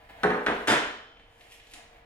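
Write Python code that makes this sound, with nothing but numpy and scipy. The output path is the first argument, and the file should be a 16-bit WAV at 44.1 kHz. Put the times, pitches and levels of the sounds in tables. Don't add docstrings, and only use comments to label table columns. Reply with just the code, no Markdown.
import sys
import numpy as np
from scipy import signal
from scipy.fft import rfft, irfft, next_fast_len
from scipy.io import wavfile
from scipy.ndimage import uniform_filter1d

SR = 44100
rng = np.random.default_rng(int(sys.argv[2]) if len(sys.argv) > 2 else 0)


def waveform_to_disk(signal):
    frames = np.transpose(np.atleast_2d(signal))
    scaled = np.clip(frames, -1, 1) * 32767
    samples = np.round(scaled).astype(np.int16)
    wavfile.write(sys.argv[1], SR, samples)


N = 90404
T = np.arange(N) / SR
SIZE = next_fast_len(2 * N, True)
HZ = np.maximum(np.fft.rfftfreq(SIZE, 1 / SR), 1)


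def from_db(db):
    return 10 ** (np.asarray(db) / 20)


def at_hz(points, hz):
    table_hz, value = np.transpose(points)
    return np.interp(np.log(hz), np.log(table_hz), value)


def level(points):
    return from_db(np.interp(T, *np.transpose(points)))


def filtered(x, response):
    return irfft(rfft(x, SIZE) * response)[..., :N]


def colour(points):
    gain = from_db(at_hz(points, HZ))
    unit_gain = gain / np.sqrt(np.mean(gain ** 2))
    cepstrum = irfft(np.log(unit_gain))
    cepstrum[1:SIZE // 2] *= 2
    cepstrum[SIZE // 2 + 1:] = 0
    return np.exp(rfft(cepstrum))


def diffuse():
    # frequency in Hz, side minus mid in dB.
    width = [(100, -17.5), (200, -44), (400, -25), (700, -4.5), (1400, -2), (3000, -1.5), (10000, -1.5)]
    mid, side = rng.standard_normal((2, N))
    side = filtered(side, from_db(at_hz(width, HZ)))
    return np.array([mid + side, mid - side]) / np.sqrt(2)


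def softness(hz, bright_hz):
    leak_db = -42
    low_pass_power = 1 / (1 + (hz / bright_hz) ** 6)
    return np.sqrt(low_pass_power + from_db(leak_db) ** 2)


def burst(t60):
    dying_noise = rng.standard_normal(N) * from_db(-60 * T / max(t60, .003))
    spectrum = rfft(dying_noise, SIZE)
    local_power = uniform_filter1d(abs(spectrum) ** 2, size=1600)
    return spectrum / np.sqrt(local_power + 1e-12)


def delay(s):
    return np.exp(-2j * np.pi * HZ * s)


def strike(s, db, bright_hz, t60):
    return from_db(db) * softness(HZ, bright_hz) * burst(t60) * delay(s)


def ring(pitches, modes, s, db, bright_hz, rise_s):
    t = np.maximum(T - s, 0)
    swell = 1 - np.exp(-t / rise_s)
    tones = 0
    for hz, (mode_db, t60) in zip(pitches, modes):
        decay = from_db(db + mode_db - 60 * t / t60)
        tones = tones + softness(hz, bright_hz) * decay * np.sin(2 * np.pi * hz * t)
    return swell * tones


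def garage(x):
    # frequency in Hz, t60 in seconds.
    garage_t60 = [(100, 0.15), (300, 0.54), (900, 0.64), (2600, 0.6), (5400, 0.76), (11000, 0.21)]
    garage_db, build_s, first_echo_s = 3.5, 0.0041, 0.0016
    noise, tail = rfft(diffuse(), SIZE), 0
    for octave in range(6, 15):
        share = np.maximum(1 - abs(np.clip(np.log2(HZ), 6, 14) - octave), 0)
        t60 = at_hz(garage_t60, 2.0 ** octave)
        even_energy = np.sqrt(2 * np.log(1000) / (t60 * SR))
        tail = tail + irfft(noise * share)[:, :N] * from_db(-60 * T / t60) * even_energy
    build = 1 - np.exp(-np.maximum(T - first_echo_s, 0) / build_s)
    return from_db(garage_db) * filtered(x, rfft(tail * build, SIZE))


def background():
    # frequency in Hz, level in dB rms.
    hum_tones = [(119, -78), (298, -79), (462.5, -69), (651, -75.5), (1701, -74.5)]
    # frequency in Hz, relative density in dB per Hz.
    air_colour = [(30, 1), (100, -0.5), (180, -12.5), (400, -7.5), (750, -3), (1300, -10), (1800, -13),
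                  (3000, -14.5), (5000, -31), (10000, -53), (15000, -57)]
    # time in seconds, level in dB.
    rumble_level = [(0, -59), (.9, -55.5), (1.05, -84), (1.2, -53), (1.38, -66), (1.6, -62.5), (1.85, -62),
                    (2.05, -57)]
    # frequency in Hz, relative density in dB per Hz.
    rumble_colour = [(15, -23), (28, -2.5), (50, -9), (100, -17), (250, -32), (1000, -83)]
    air_db = -59.5
    hum = sum(np.sqrt(2) * from_db(db) * np.sin(2 * np.pi * (hz * T + rng.random()))
              for hz, db in hum_tones)
    air = from_db(air_db) * filtered(diffuse(), colour(air_colour))
    rumble = level(rumble_level) * filtered(diffuse(), colour(rumble_colour))
    return hum + air + rumble


def shuffle():
    # time in seconds, level in dB before the mix.
    shuffle_level = [(0, -57), (.085, -62.5), (.095, -45), (.13, -60.5), (.2, -50), (.3, -58), (1.3, -72),
                     (1.45, -60), (1.55, -84), (1.73, -64.5), (1.76, -52.5), (1.88, -69.5), (1.95, -58),
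                     (2.05, -71.5)]
    # frequency in Hz, relative density in dB per Hz.
    shuffle_colour = [(120, -4), (400, -9), (720, 4), (1250, -10.5), (1800, -3), (3000, -11.5),
                      (6000, -29.5)]
    return filtered(rng.standard_normal(N) * level(shuffle_level), colour(shuffle_colour))


def paper():
    # time in seconds, level in dB before the mix.
    rustle_level = [(0, -76), (.2, -74.5), (.6, -59), (1.1, -94), (1.28, -78), (1.39, -67.5), (1.42, -60),
                    (1.47, -66), (1.52, -54), (1.57, -70), (1.65, -71), (1.72, -55), (1.77, -84),
                    (1.85, -80), (1.94, -75), (2.05, -113)]
    # frequency in Hz, relative density in dB per Hz.
    rustle_colour = [(300, -15), (700, -18), (1200, -25), (1900, 0.5), (2800, 3.5), (4500, -6.5),
                     (9500, -9.5), (11500, -7.5), (15000, -25)]
    # start in seconds, level in dB before the mix, brightness in Hz.
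    flicks = [(1.17, -25.5, 2570), (1.196, -24.5, 2980), (1.410, -24, 3580), (1.507, -48, 12000),
              (1.599, -23.5, 3740), (1.670, -29, 6000), (1.736, -17.5, 9400), (1.742, -24, 7000),
              (1.762, -42, 5000)]
    # frequency in Hz, relative density in dB per Hz.
    snap_colour = [(300, -6), (1200, -15.5), (1900, 1), (3500, 1), (4800, -5), (7500, -3), (11000, -2.5),
                   (14000, -27)]
    creases_per_s, crease_spread_db = 1500, 3
    clumps_per_s, clump_spread_db = 39, 2.5
    snap_t60_s = 0.031

    sizes = from_db(crease_spread_db * np.minimum(rng.exponential(1, N), 5)) * rng.choice([-1, 1], N)
    unevenness = np.interp(T * clumps_per_s, np.arange(N), rng.standard_normal(N))
    clumps = from_db(clump_spread_db * unevenness)
    creases = sizes * clumps * (rng.random(N) < creases_per_s / SR)
    rustle = filtered(creases / creases.std() * level(rustle_level), colour(rustle_colour))

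    snaps = irfft(sum(strike(s, db, hz, snap_t60_s) for s, db, hz in flicks))[:N]
    return rustle + filtered(snaps, colour(snap_colour))


def ticks():
    # start in seconds, level in dB.
    landings = [(0.2334, -11), (.304, -22.5), (.463, -13.5), (0.676, -15)]
    # frequency in Hz, relative density in dB per Hz.
    tick_colour = [(1500, -27), (3000, 0.5), (4200, 4), (4700, -12.5), (5600, -4.5), (7000, -14.5),
                   (9500, -9.5), (12000, -23.5), (15500, -35)]
    tick_t60_s = 0.034
    cracks = sum(from_db(db) * burst(tick_t60_s) * delay(s) for s, db in landings)
    return irfft(cracks * colour(tick_colour))[:N]


def tube():
    # start in seconds, strength in dB.
    flexes = [(0.2331, -4), (0.2398, -2.5), (.3045, -8.5), (0.4654, -0.5), (0.676, -1)]
    # pitch in Hz, level in dB relative to the knock, t60 in seconds.
    tube_modes = [(1410, -42, 0.072), (1527, -20, 0.076), (1863, -17.5, 0.055), (2038, -30, 0.11)]
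    rise_s, bright_hz = 0.0013, 5000
    pitches = [row[0] for row in tube_modes]
    modes = [row[1:] for row in tube_modes]
    return sum(ring(pitches, modes, s, db, bright_hz, rise_s) for s, db in flexes)


def ringing():
    # start in seconds, strength on bench modes in dB,
    # on frame modes in dB, on bench sway in dB, brightness in Hz.
    blows = [(.241, -0.5, -17, -2, 1800), (.467, -9, -10, -2, 2270), (.683, -10.5, 0.5, -1.5, 7940)]
    bench_hz = [160, 183, 240.7, 297.6, 422.2, 478, 602.4, 647, 735, 763]
    # level in dB relative to the blow, t60 in seconds.
    bench_modes = [(-49.5, 0.68), (-30.5, 0.57), (-34, 0.8), (-32, 0.42), (-20.5, 0.64), (-33.5, 0.96),
                   (-36.5, 0.42), (-42, 0.39), (-33.5, 0.72), (-26.5, 0.45)]
    frame_hz = [267, 299, 716.7, 879, 1353.7, 1510, 1733, 1794, 3134.5, 3533, 3629, 4941, 5221, 7390, 10405]
    # level in dB relative to the blow, t60 in seconds.
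    frame_modes = [(-38, 0.64), (-26.5, 0.48), (-26.5, 0.36), (-26, 0.47), (-29, 0.66), (-38, .55),
                   (-31.5, 0.2), (-28, 0.53), (-32.5, 0.6), (-31, 0.42), (-29, 0.26), (-32.5, 0.4),
                   (-45.5, 0.79), (-37, 0.41), (-33, 0.44)]
    singing_hz = [3095, 3440]
    # level in dB relative to the blow, t60 in seconds.
    singing_modes = [(-45, 1.7), (-47, 1.2)]
    ring_rise_s, sway_rise_s = 0.0027, 0.01
    sway_hz, sway_mode = 58.6, (-41, 0.49)

    pitches = list(frame_hz) + list(singing_hz)
    modes = list(frame_modes) + list(singing_modes)
    total = 0
    for s, bench_db, frame_db, sway_db, bright_hz in blows:
        total = total + ring(bench_hz, bench_modes, s, bench_db, bright_hz, ring_rise_s)
        total = total + ring(pitches, modes, s, frame_db, bright_hz, ring_rise_s)
        total = total + ring([sway_hz], [sway_mode], s, sway_db, bright_hz, sway_rise_s)
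    return total


def knocks(contacts):
    # frequency in Hz, relative density in dB per Hz.
    clack_colour = [(200, -29), (600, -13), (1050, -8), (1500, -1.5), (1950, -3.5), (2300, -7.5),
                    (2900, -9.5), (3500, -11), (4500, -19), (7500, -17), (10500, -18), (15000, -31.5)]
    # frequency in Hz, relative density in dB per Hz.
    thud_colour = [(60, -28), (105, -8.5), (165, -3), (300, -1.5), (450, 0.5), (780, -3), (1200, -5.5),
                   (2500, -23), (6000, -80)]
    clack_db, clack_t60_s = 3, 0.077
    thud_db, thud_t60_s = 3.5, 0.078
    clacks = sum(strike(s, clack_db + db, hz, clack_t60_s) for s, db, _, hz in contacts)
    thuds = sum(strike(s, thud_db + db, hz, thud_t60_s) for s, _, db, hz in contacts)
    clack = irfft(colour(clack_colour) * clacks)[:N]
    thud = irfft(colour(thud_colour) * thuds)[:N]
    direct = clack + thud
    return direct + garage(direct)


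def scene():
    # start in seconds, tube clack in dB and bench thud in dB
    # (each relative to the overall clack or thud level), brightness in Hz.
    contacts = [(.2335, 0.5, -4.5, 2120), (.240, 4, -5.5, 1570), (.246, -24, 1, 930),
                (.272, -13, -11.5, 1740), (.304, -1.5, -5, 2010), (.316, -12, -9.5, 1680),
                (.345, -7, -7, 1540), (0.373, -10, -9.5, 1200), (.463, -1.5, -11.5, 3800),
                (.4675, -2.5, -10.5, 2240), (0.483, -4.5, -6, 2560), (.499, -12, -2, 1470),
                (.522, -9, -8.5, 1770), (.6735, -3, -11.5, 12100), (.680, 2.5, -2, 5560),
                (.700, -2, -1, 7960), (.709, 0, -4, 8100), (.720, -0.5, -2, 5560), (.737, 0, -4.5, 4000),
                (.752, -6.5, -15, 2980)]
    shares = 3
    paper_direct_db, tick_room_db = -0.5, -2.5
    frame = sum(knocks(contacts[first::shares]) for first in range(shares))
    frame = frame + ringing() + tube()
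    handling, edges = paper() + shuffle(), ticks()
    direct = frame + edges + from_db(paper_direct_db) * handling
    room = garage(handling + from_db(tick_room_db) * edges)
    return direct + room + background()


def record(dry):
    # frequency in Hz, lead in radians.
    left_lead = [(170, 0), (300, 0.29), (450, .5), (620, 0.78), (800, 1.32), (1400, 1.14), (2500, 1.62),
                 (5000, 1.66), (12000, 2)]
    cutoff_hz = 15750
    right = filtered(dry[1], np.exp(-1j * at_hz(left_lead, HZ)))
    pair = np.array([dry[0], right])
    steep_cut = signal.ellip(10, .1, 80, cutoff_hz, fs=SR, output="sos")
    return signal.sosfilt(steep_cut, pair)


dry = scene()
out = record(dry)
waveform_to_disk(out)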